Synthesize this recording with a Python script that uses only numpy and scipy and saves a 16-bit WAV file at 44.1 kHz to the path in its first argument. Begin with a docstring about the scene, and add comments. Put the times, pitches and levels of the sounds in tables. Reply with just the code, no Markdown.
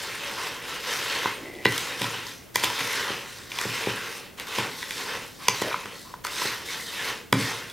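"""A wooden spoon stirs salt crystals and dried flowers round a plastic bowl on a table, heard very close.
Thousands of random grain clicks crunch through the bowl's resonances, with fizz and small cracks on top.
Now and then the spoon's edge sings on bare plastic, or it knocks the wall or bumps the bowl on the table:
short bursts set off banks of dying sines. A small quiet room rings softly after, over a low steady murmur.
"""
import sys
import numpy as np
from scipy import signal
from scipy.fft import rfft, irfft, next_fast_len
from scipy.io import wavfile
from scipy.ndimage import uniform_filter1d

SR = 44100
rng = np.random.default_rng(int(sys.argv[2]) if len(sys.argv) > 2 else 0)


def voltage_ratio(level):
    """Linear amplitude factor for a level in decibels (scalar or array-like)."""
    return 10 ** (np.asarray(level, float) / 20)


def bounce(signal):
    """Save signal as a 16-bit WAV file at the path given by the first command-line argument."""
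    frames = np.transpose(np.atleast_2d(signal))
    limited = np.clip(frames, -1, 1)
    pcm = np.round(limited * 32767).astype(np.int16)
    wavfile.write(sys.argv[1], SR, pcm)


N = 340452

# Room murmur, spectrum shape: (frequency [Hz], relative density [dB per Hz])
HUSH_SPECTRUM = [(25, 4), (50, -8), (120, -8.5), (250, -10.5), (500, -15), (700, -21), (1000, -23.5),
                 (2000, -25), (5000, -30), (10000, -32.5), (16000, -30.5)]
# Murmur, difference between the channels against what they share: (frequency [Hz], level [dB])
HUSH_WIDTH = [(30, -23), (250, -2), (1000, -2), (4000, -9), (13000, -5)]
# Room decay: (frequency [Hz], time to fall 60 dB [s])
ROOM_DECAY = [(100, 0.63), (400, 0.24), (1500, 0.24), (5000, 0.24), (12000, 0.11)]
# Stirring, difference between the channels: nearly mono around 1 kHz, wide in the treble:
# (frequency [Hz], level [dB])
STIR_WIDTH = [(100, -62), (500, -17), (1000, -49), (2000, -27), (4000, -21), (8000, -7.5), (13000, 0.5)]
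# Blows on bowl and table, difference between the channels: (frequency [Hz], level [dB])
BLOW_WIDTH = [(300, -36), (900, -27), (2000, -20), (5000, -13), (13000, -2)]

# Resonances of each part: (frequency [Hz], relative level [dB], time to fall 60 dB [s])
TABLE_MODES = [(117, 4.5, 0.15), (157, -2, 0.16), (181.6, 1.5, 0.2), (251.5, 4.5, 0.13), (292, 6.5, 0.12),
               (220, 12.5, 0.017)]
BELLY_MODES = [(240, -6.5, 0.004), (348, 2, 0.03), (413, 6, 0.036), (450, 4, 0.048), (524, -1, 0.12),
               (572, 1.5, 0.018), (776, 5, 0.019)]
SPOON_MODES = [(858, -10.5, 0.009), (990, 4, 0.026), (1236, -6.5, 0.0044)]
WALL_MODES = [(1195, -8.5, 0.013), (1467, -5, 0.016), (1960, -4.5, 0.019), (2354, -3.5, 0.014),
              (2900, 2.5, 0.0078), (3432, 3, 0.017), (3970, 1.5, 0.017), (4850, 6, 0.0073),
              (5440, 0.5, 0.0082), (6000, -0.5, 0.011), (6600, -4.5, 0.006)]
# A crystal's snap, spectrum shape: (frequency [Hz], relative density [dB per Hz])
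SNAP_SPECTRUM = [(1500, -36.5), (2800, -9.5), (5000, -6.5), (7000, -9), (10000, -12.5), (13000, -13.5),
                 (15000, -18), (16000, -27)]

# The bowl bumps the table: (time [s], table thud peak [dB], belly against the thud [dB])
BUMPS = [(1.256, -37, 15), (1.656, -19.5, 5), (2.013, -24.5, -2.5), (2.555, -33, 1.5), (2.636, -32, 4.5),
         (2.804, -32, -25), (3.103, -40, 13.5), (3.653, -25.5, -1), (3.871, -26, 7.5), (4.583, -23.5, -0.5),
         (5.485, -28.5, 3), (5.618, -36, 16), (5.855, -47.5, 12.5), (6.418, -46, 11), (6.453, -45, 18.5),
         (7.326, -12, -7), (7.353, -22, -4), (7.399, -28, -3)]
# The spoon hits the wall; two rows under 1 ms apart are one hit with two favoured pitches:
# (time [s], wall peak [dB], wall pitch favoured by the spot struck [Hz],
# crack against the wall [dB], spoon against the wall [dB])
KNOCKS = [(1.2305, -28, 1360, -39, -5), (1.2567, -15, 1380, -33, -2.5), (1.55, -37, 3030, -22, -30),
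          (1.6495, -13, 2600, -28, -30), (1.6535, -3, 1870, -31.5, -18), (1.6625, -14.5, 3960, -39, -16),
          (1.7218, -22, 1910, -16, -10), (1.7786, -18, 3030, -13.5, -24), (2.0166, -15, 2550, -20.5, -14),
          (2.0418, -19, 3020, -27, -6), (2.2665, -28, 4450, -25, -9), (2.5568, -9, 2060, -16, -10.5),
          (2.597, -29, 2200, -10, -22), (2.6362, -11, 1970, -20.5, -9), (2.6417, -15, 2590, -13.5, -26),
          (2.654, -40, 3530, -21, -28), (2.7, -22, 2140, -19, -5), (2.7906, -18, 2000, -23, -30),
          (2.807, -17, 2150, -26, -22), (3.5167, -21, 2270, -34, -23), (3.5593, -29, 3330, -23, -18),
          (3.5863, -15, 2360, -23.5, -12.5), (3.6124, -18, 1620, -16, -21), (3.8606, -26, 2210, -31, -23),
          (4.3976, -27.5, 2250, -13.5, -23), (4.5845, -17.5, 2900, -21, -4.5),
          (4.8269, -20, 1850, -30, -16), (4.907, -18.5, 2140, -21, -37), (5.4826, -6.5, 2400, -25, -7),
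          (5.4832, -7, 6160, -21, -26), (5.616, -22, 1860, -16, -4), (5.6205, -19, 1850, -17, -6),
          (5.712, -21.5, 1250, -34, -12), (5.7195, -23, 1250, -34, -9), (5.727, -20, 2300, -32, -14),
          (5.7413, -14.5, 1150, -40, -7), (5.8563, -24.5, 1320, -27, -14), (6.1383, -30.5, 1400, -30, 1),
          (6.2482, -17, 1360, -20, -10), (6.2673, -21.5, 1760, -16, -32), (6.4174, -28, 1960, -16, 3),
          (6.4553, -19, 1770, -24, -18), (7.3256, -14.5, 3750, -15, -14), (7.3262, -5.5, 1610, -32, -8.5),
          (7.698, -30, 3530, -19, -20)]
# The spoon's edge drags on bare plastic: (start [s], end [s], pitch [Hz], level [dB])
DRAGS = [(0.367, 0.45, 1050, -41), (1.3, 1.65, 540, -56), (1.36, 1.65, 360, -46), (1.41, 1.66, 2000, -47),
         (1.655, 1.735, 1970, -34.5), (2.55, 2.78, 980, -41), (3.53, 3.585, 1050, -48),
         (3.587, 3.64, 1100, -40), (4.94, 5.2, 440, -49.5), (4.97, 5.02, 950, -44), (5.38, 5.48, 1080, -48),
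         (5.48, 5.57, 1030, -39), (5.63, 5.69, 540, -36), (6.04, 6.13, 1050, -49), (6.7, 6.76, 3500, -46)]
# Pushes through the heap: (start [s], swell [s], hold [s], crunch fade [dB/s], peak crunch [dB],
# share of hard salt at the start [0-1])
PUSHES = [(-.05, 0.018, 0.027, 15, -34.5, 0.34), (0.086, 0.16, 0.028, 33, -34.5, 0.23),
          (0.285, 0.13, 0.049, 42, -34.5, 0.28), (0.618, 0.082, 0.063, 163, -35, 0.2),
          (0.8, 0.08, 0.034, 24, -32, 0.34), (0.899, .008, 0.028, 80, -37, 0.6),
          (0.991, 0.11, 0.15, 68, -31.5, 0.31), (1.618, .03, .01, 100, -42, 0.2),
          (1.672, 0.054, 0.085, 34, -31.5, 0.34), (1.974, 0.022, 0.044, 24, -32.5, 0.29),
          (2.25, 0.023, 0.026, 101, -48.5, 0.98), (2.543, 0.0083, 0.048, 38, -35, 0.36),
          (2.626, 0.0062, 0.0048, 300, -27.5, 0.26), (2.671, 0.12, 0.055, 26, -30.5, 0.38),
          (2.857, 0.082, 0.075, 12, -33, 0.37), (3.235, 0.067, 0.23, 60, -49, 0.79),
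          (3.498, 0.056, 0.018, 67, -37, 0.34), (3.579, .005, 0.016, 90, -36, 0.4),
          (3.603, 0.13, 0.069, -9, -32.5, 0.35), (4.03, 0.095, 0.056, 191, -47, 1),
          (4.372, 0.021, 0.0063, 140, -36.5, 0.18), (4.469, 0.1, 0.026, 79, -30, 0.25),
          (4.706, 0.11, 0.011, 87, -38, 0.57), (4.884, 0.1, 0.012, 81, -34, 0.4),
          (5.041, 0.057, 0.048, 86, -35.5, 0.29), (5.2, 0.043, 0.13, 60, -55.5, 1),
          (5.391, 0.081, .01, 100, -38, 0.35), (5.503, 0.04, 0.05, 7, -34, 0.33),
          (5.915, 0.04, 0.12, 104, -52.5, 1), (6.239, 0.002, 0.0064, 109, -36, 0.33),
          (6.306, 0.085, 0.066, 59, -30, 0.45), (6.651, 0.055, 0.015, 95, -35, 0.51),
          (6.77, 0.036, 0.028, 64, -46, 1), (6.863, .18, 0.054, 136, -32, 0.39),
          (7.328, 0.069, 0.091, 47, -32.5, 0.43)]

HUSH_DB = -45.5
ROOM_DB, BLOW_ROOM_DB = -5, -5.5  # the bowl's wall shields the room from part of a blow
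PLACES = 3
LEAN = np.linspace(-1, 1, PLACES)[:, None]  # each place, from one side of the bowl to the other

# Blows: contact within the burst; how far the burst starts ahead of the row's time
CONTACT_S, LEAD_S = 0.006, 0.005
GRIT, GRIT_BEFORE_S, GRIT_AFTER_S = 0.03, 0.0008, 0.002  # crushed grains: size against contact, spread in time
# A reflection after each knock; its crack is 7 dB stronger against the ring than in the first hit
ECHO_S, ECHO_DB, ECHO_CRACK_DB = 0.0113, -18, 7
WALL_DB, CRACK_DB, SPOON_DB = 14.0, 28.0, 21.3  # a part's whole ring against its peak level
BELLY_DB, TABLE_DB = 22.05, 21.45  # likewise
KNOCK_BELLY_DB = -26  # against the wall
THUD_START_S = 0.0033  # thud start, counted from the start of the blow's burst
BLOW_LOW_HZ = 99  # no deep bass in any blow

# Drags: rms pitch wander as a share, its pace; fall of 60 dB in cycles, capped for low rubs
WAVER, WAVER_S, DRAG_CYCLES, DRAG_LONGEST_S = 0.01, 0.03, 45, 0.02

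# Stirring
BITE_S, BITE_DB = 0.0009, -10  # a push jumps at once to this far under its crunch peak, then swells
RUN_OUT = 108  # extra fall as the heap settles: dB per s squared, times the square of the fade time
SALT_SINKS_S = 0.4  # salt share falls to 1/e in this time, as petals pile on the spoon
# Level against the crunch peak; change with salt; share of the push's dB swing
FIZZ_DB, FIZZ_PER_SALT_DB, FIZZ_FOLLOWS = -12, 18, 0.81
RUMBLE_DB, RUMBLE_PER_SALT_DB, RUMBLE_FOLLOWS = -9, -15, 0.96
RUMBLE_LAG_S = 0.0055  # the belly swells a little late
LUMPS_DB, PATCHY_DB = 0.8, 1.5  # rms wander of the coarse grains and of the bands
SOFT_TOP_HZ, HARD_FROM_HZ = 3300, 2200  # wall modes reached by soft petals, and by hard salt
COARSE_SNAP_SHARE = 0.3  # power share of the fizz that comes from coarse grains
PINGS_PER_S, PING_LOW_HZ, PING_HIGH_HZ = 400, 1800, 12000
PING_CYCLES, PING_DB, PING_SPREAD_DB = 110, -4, 4  # fall of 60 dB; level against fizz; uneven sizes


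def read(points, hz):
    """A curve read at given frequencies, straight over log frequency."""
    f, value = np.transpose(points)
    return np.interp(np.log(hz + 1), np.log(f + 1), value)


def ring(modes, detune=1, flip=-1):
    """The dying sines that follow one tap, neighbours in opposite phase unless flip is 1, energy 1."""
    t = np.arange(round(max(t60 for *_, t60 in modes) * SR)) / SR
    out = np.zeros(len(t))
    for k, (hz, db, t60) in enumerate(modes):
        out += flip ** k * voltage_ratio(db - 60 * t / t60) * np.sin(2 * np.pi * hz * detune * t)
    return out / np.linalg.norm(out)


def snap(points):
    """A crystal's snap: the shortest causal (minimum-phase) click with this spectrum, energy 1."""
    log_gain = np.log(voltage_ratio(read(points, abs(np.fft.fftfreq(2048, 1 / SR)))))
    out = np.fft.ifft(np.exp(np.conj(signal.hilbert(log_gain)))).real[:512]
    return out / np.linalg.norm(out)


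def grains(per_s, spread_db, clump_db):
    """Clicks of random sign and uneven size at each place in the bowl, in clumps; power 1 in all."""
    clumps = uniform_filter1d(rng.standard_normal(N), size=500)
    uneven = np.minimum(rng.exponential(1, (PLACES, N)), 5)
    size = voltage_ratio(spread_db * uneven + clump_db * clumps / clumps.std())
    falls = rng.random((PLACES, N)) < per_s / SR / PLACES
    train = size * falls * rng.choice([-1., 1.], (PLACES, N))
    return train / np.sqrt((train ** 2).sum(0).mean())


def through(drive, response):
    """Every place's drive played through its response."""
    return signal.oaconvolve(drive, np.atleast_2d(response), axes=1)[:, :N]


def two_channels(common, apart, width):
    """Both channels share one sound and differ by another, shaped by width and a quarter turn off."""
    size = next_fast_len(N)
    gain = voltage_ratio(read(width, np.fft.rfftfreq(size, 1 / SR)))
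    side = irfft(1j * rfft(apart, size) * gain, size)[:N]
    return np.array([common + side, common - side])


def hush():
    """The low steady murmur of the room's air and machines: shaped noise."""
    gain = voltage_ratio(read(HUSH_SPECTRUM, np.fft.rfftfreq(N, 1 / SR)))
    noise = irfft(rfft(rng.standard_normal((2, N))) * gain, N)
    return voltage_ratio(HUSH_DB) * two_channels(*noise / noise.std(), HUSH_WIDTH)


def room(places):
    """Sparse reflections, one in every 20 samples, each band dying at its own speed; others for each place."""
    taps = np.zeros((PLACES, SR // 2))
    at = np.arange(440, SR // 2 - 20, 20)
    when = at + rng.integers(0, 20, (PLACES, len(at)))
    np.put_along_axis(taps, when, rng.choice([-1., 1.], when.shape), 1)
    hz, t, z = signal.stft(taps, SR, nperseg=256)
    decay = voltage_ratio(-60 * t / read(ROOM_DECAY, hz)[:, None])
    tail = signal.istft(z * decay, SR, nperseg=256)[1]
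    return through(places, tail / np.linalg.norm(tail[0]))


def pulse(t, tau):
    """A push that swells, peaks at tau and dies away."""
    return (t / tau) * np.exp(-t / tau)


def hard_push(t):
    """The single short push of a hard contact."""
    return np.roll(pulse(t, 0.00008), round(CONTACT_S * SR))


def add_blow(out, s, db, source, part):
    """Adds a part's response to a blow, its whole energy set by db."""
    sound = signal.fftconvolve(source, part)
    start = round((s - LEAD_S) * SR)
    out[start:][:len(sound)] += voltage_ratio(db) * sound / np.linalg.norm(sound)


def bumps():
    """The bowl hits the table: a push rings the belly, and a push with rough rocking rings the table."""
    t = np.arange(3000) / SR
    rough = rng.standard_normal((len(BUMPS), len(t)))
    rocks = pulse(t, 0.00072) + 0.5 * rough * pulse(t, 0.044)
    out = np.zeros(N + SR)
    for (s, thud_db, belly_over_db), rock in zip(BUMPS, rocks):
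        add_blow(out, s + THUD_START_S, thud_db + TABLE_DB, rock, ring(TABLE_MODES))
        add_blow(out, s, thud_db + belly_over_db + BELLY_DB, hard_push(t), ring(BELLY_MODES, flip=1))
    return out


def knocks():
    """Grains crushed round a hard contact ring the wall, spoon and belly; a faint, smeared, bright echo follows."""
    t = np.arange(3000) / SR
    spread_s = np.where(t < CONTACT_S, GRIT_BEFORE_S, GRIT_AFTER_S)
    grit = rng.standard_normal((len(KNOCKS), 2, len(t))) ** 3
    bursts = GRIT * grit * np.exp(-abs(t - CONTACT_S) / spread_s)
    bursts[:, 0, round(CONTACT_S * SR)] = 1  # the hit has one sharp contact, the echo is smeared
    out = np.zeros(N + SR)
    for (s, peak_db, spot_hz, crack_over_db, spoon_over_db), (crush, smear) in zip(KNOCKS, bursts):
        # modes lose 21 dB an octave away from the favoured pitch
        wall = ring([(hz, db - 21 * abs(np.log2(hz / spot_hz)), t60) for hz, db, t60 in WALL_MODES])
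        arrivals = ((s, peak_db, 0, crush),
                    (s + ECHO_S, peak_db + ECHO_DB, ECHO_CRACK_DB, smear))
        for at, wall_peak_db, bright_db, burst in arrivals:
            add_blow(out, at, wall_peak_db + WALL_DB, burst, wall)
            crack_db = wall_peak_db + bright_db + crack_over_db + CRACK_DB
            add_blow(out, at, crack_db, burst, snap(SNAP_SPECTRUM))
        add_blow(out, s, peak_db + spoon_over_db + SPOON_DB, hard_push(t), ring(SPOON_MODES))
        belly_db = peak_db + KNOCK_BELLY_DB + BELLY_DB
        add_blow(out, s, belly_db, hard_push(t), ring(BELLY_MODES, flip=1))
    return out


def blows_on_bowl():
    """Knocks and bumps together, their deep bass taken off."""
    low_cut = signal.butter(4, BLOW_LOW_HZ, "high", fs=SR, output="sos")
    return signal.sosfilt(low_cut, (knocks() + bumps())[:N])


def drags():
    """Quick uneven slips of the wooden edge sing in one fuzzy, wandering resonance."""
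    out = np.zeros(N)
    slips = grains(per_s=2500, spread_db=2.5, clump_db=2.5).sum(0)
    wander = uniform_filter1d(rng.standard_normal(N), round(WAVER_S * SR))
    for start, end, hz, db in DRAGS:
        span = slice(round(start * SR), round(end * SR))
        pitch = hz * (1 + WAVER * wander[span] / wander.std())
        turn = np.exp(2j * np.pi * np.cumsum(pitch) / SR)
        r = voltage_ratio(-60 / (SR * min(DRAG_CYCLES / hz, DRAG_LONGEST_S)))
        # a resonator that turns with the wandering pitch
        sung = (turn * signal.lfilter([np.sqrt(2 - 2 * r ** 2)], [1, -r], slips[span] / turn)).real
        out[span] += voltage_ratio(db) * sung * signal.windows.tukey(len(turn), 0.25)
    return out


def pushes():
    """Crunch, fizz, rumble and salt share over time; overlapping pushes add in power."""
    t = np.arange(0, N / SR, 0.001)
    start, swell, hold, fade, peak_db, salt = (c[:, None] for c in np.transpose(PUSHES))

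    def shape_db(u):
        """Swell, hold and steepening fade of a push."""
        late = np.maximum(u - swell - hold, 0)
        return BITE_DB * np.clip(1 - u / swell, 0, 1) - fade * late - RUN_OUT * late ** 2

    u = t - start
    bite = np.clip(1 + u / BITE_S, 0, 1)
    salt = np.clip(salt, 0, 1) * np.exp(-np.maximum(u, 0) / SALT_SINKS_S)
    fizz_db = FIZZ_DB + FIZZ_PER_SALT_DB * salt + FIZZ_FOLLOWS * shape_db(u)
    rumble_db = RUMBLE_DB + RUMBLE_PER_SALT_DB * salt + RUMBLE_FOLLOWS * shape_db(u - RUMBLE_LAG_S)
    crunch = bite * voltage_ratio(peak_db + shape_db(u))
    fizz = bite * voltage_ratio(peak_db + fizz_db)
    rumble = bite * voltage_ratio(peak_db + rumble_db)
    power = [(part ** 2).sum(0) + 1e-20 for part in (crunch, fizz, rumble)]
    mean_salt = (crunch ** 2 * salt).sum(0) / power[0]
    return [np.interp(np.arange(N) / SR, t, v) for v in (*np.sqrt(power), mean_salt)]


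def pings():
    """Single crystals and dry buds crack, each a brief dying sine at its own pitch; power 1 in all."""
    when, pitch, where, size = rng.random((round(PINGS_PER_S * N / SR), 4)).T
    hz = PING_LOW_HZ * (PING_HIGH_HZ / PING_LOW_HZ) ** pitch[:, None]
    steps = np.arange(600)
    turns = hz * steps / SR
    size_db = -PING_SPREAD_DB * np.log(np.maximum(size, 0.01))[:, None]
    sines = voltage_ratio(size_db - 60 * turns / PING_CYCLES) * np.sin(2 * np.pi * turns)
    place = (where * PLACES).astype(int)[:, None]
    out = np.zeros((PLACES, N + len(steps)))
    np.add.at(out, (place, (when * N).astype(int)[:, None] + steps), sines)
    return out[:, :N] / np.sqrt((out ** 2).sum(0).mean())


def patches(modes):
    """A part rings a little higher or lower from place to place."""
    return np.array([ring(modes, detune=1 + 0.091 * lean) for lean in LEAN[:, 0]])


def patchy(places):
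    """As the heap slides, bands some hundreds of Hz wide brighten and dull for a few tens of ms."""
    z = signal.stft(places, nperseg=512)[2]
    field = uniform_filter1d(rng.standard_normal(z.shape[1:]), size=9, axis=0)
    field = uniform_filter1d(field, size=10, axis=1)
    gain = voltage_ratio(PATCHY_DB * field / field.std())
    return signal.istft(z * gain / np.sqrt((gain ** 2).mean()), nperseg=512)[1][:, :N]


def stirring():
    """Coarse grains dragged by the spoon drive wall, spoon and belly; fine crystals fizz and crack on top."""
    crunch, fizz, rumble, salt = pushes()
    coarse = grains(per_s=7000, spread_db=4.0, clump_db=0.3)
    lumps = uniform_filter1d(rng.standard_normal((PLACES, N)), size=3000)
    coarse = coarse * voltage_ratio(LUMPS_DB * lumps / lumps.std())  # the heap gives way unevenly, place by place
    fine = grains(per_s=15000, spread_db=0.0, clump_db=1.6)

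    # soft petals reach the spoon and the low wall modes, hard salt the high ones
    low = [mode for mode in WALL_MODES if mode[0] < SOFT_TOP_HZ]
    high = [mode for mode in WALL_MODES if mode[0] > HARD_FROM_HZ]
    wall = through(coarse * crunch * np.sqrt(1 - salt), patches(low))
    wall = wall + through(coarse * crunch * np.sqrt(salt), patches(high))
    spoon = through(coarse * crunch * voltage_ratio(-8.0) * (1 - salt), patches(SPOON_MODES))

    faint_table = [(hz, db - 20.5, t60) for hz, db, t60 in TABLE_MODES]
    belly = through(coarse * rumble, patches(BELLY_MODES + faint_table))

    snaps = np.sqrt(COARSE_SNAP_SHARE) * coarse + np.sqrt(1 - COARSE_SNAP_SHARE) * fine
    crackle = through(snaps * fizz, snap(SNAP_SPECTRUM))
    return wall + spoon + belly + crackle + voltage_ratio(PING_DB) * fizz * pings()


def scene():
    """Grains all over the bowl, blows and drags from one side of it, the room behind."""
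    places = patchy(stirring())
    places[-1] += drags()
    blows = blows_on_bowl()
    places += voltage_ratio(ROOM_DB) * room(places + voltage_ratio(BLOW_ROOM_DB) * blows * (LEAN > 0))
    bowl = two_channels(places.sum(0), (LEAN * places).sum(0), STIR_WIDTH)
    return bowl + two_channels(blows, blows, BLOW_WIDTH) + hush()


def roll_off(x):
    """The treble ends steeply here."""
    return signal.sosfilt(signal.butter(12, 16440, fs=SR, output="sos"), x)


def record(dry):
    """The small microphone drops the deep bass, peaks stop at full scale, and the top treble is cut."""
    low_cut = signal.butter(2, 70, "high", fs=SR, output="sos")
    thin = signal.sosfilt(low_cut, dry)
    treble_cut = signal.firwin(255, 15950, fs=SR)[None]
    mix = signal.oaconvolve(np.clip(thin, -1, 1), treble_cut, "same")
    return roll_off(mix)


dry = scene()
out = record(dry)
bounce(out)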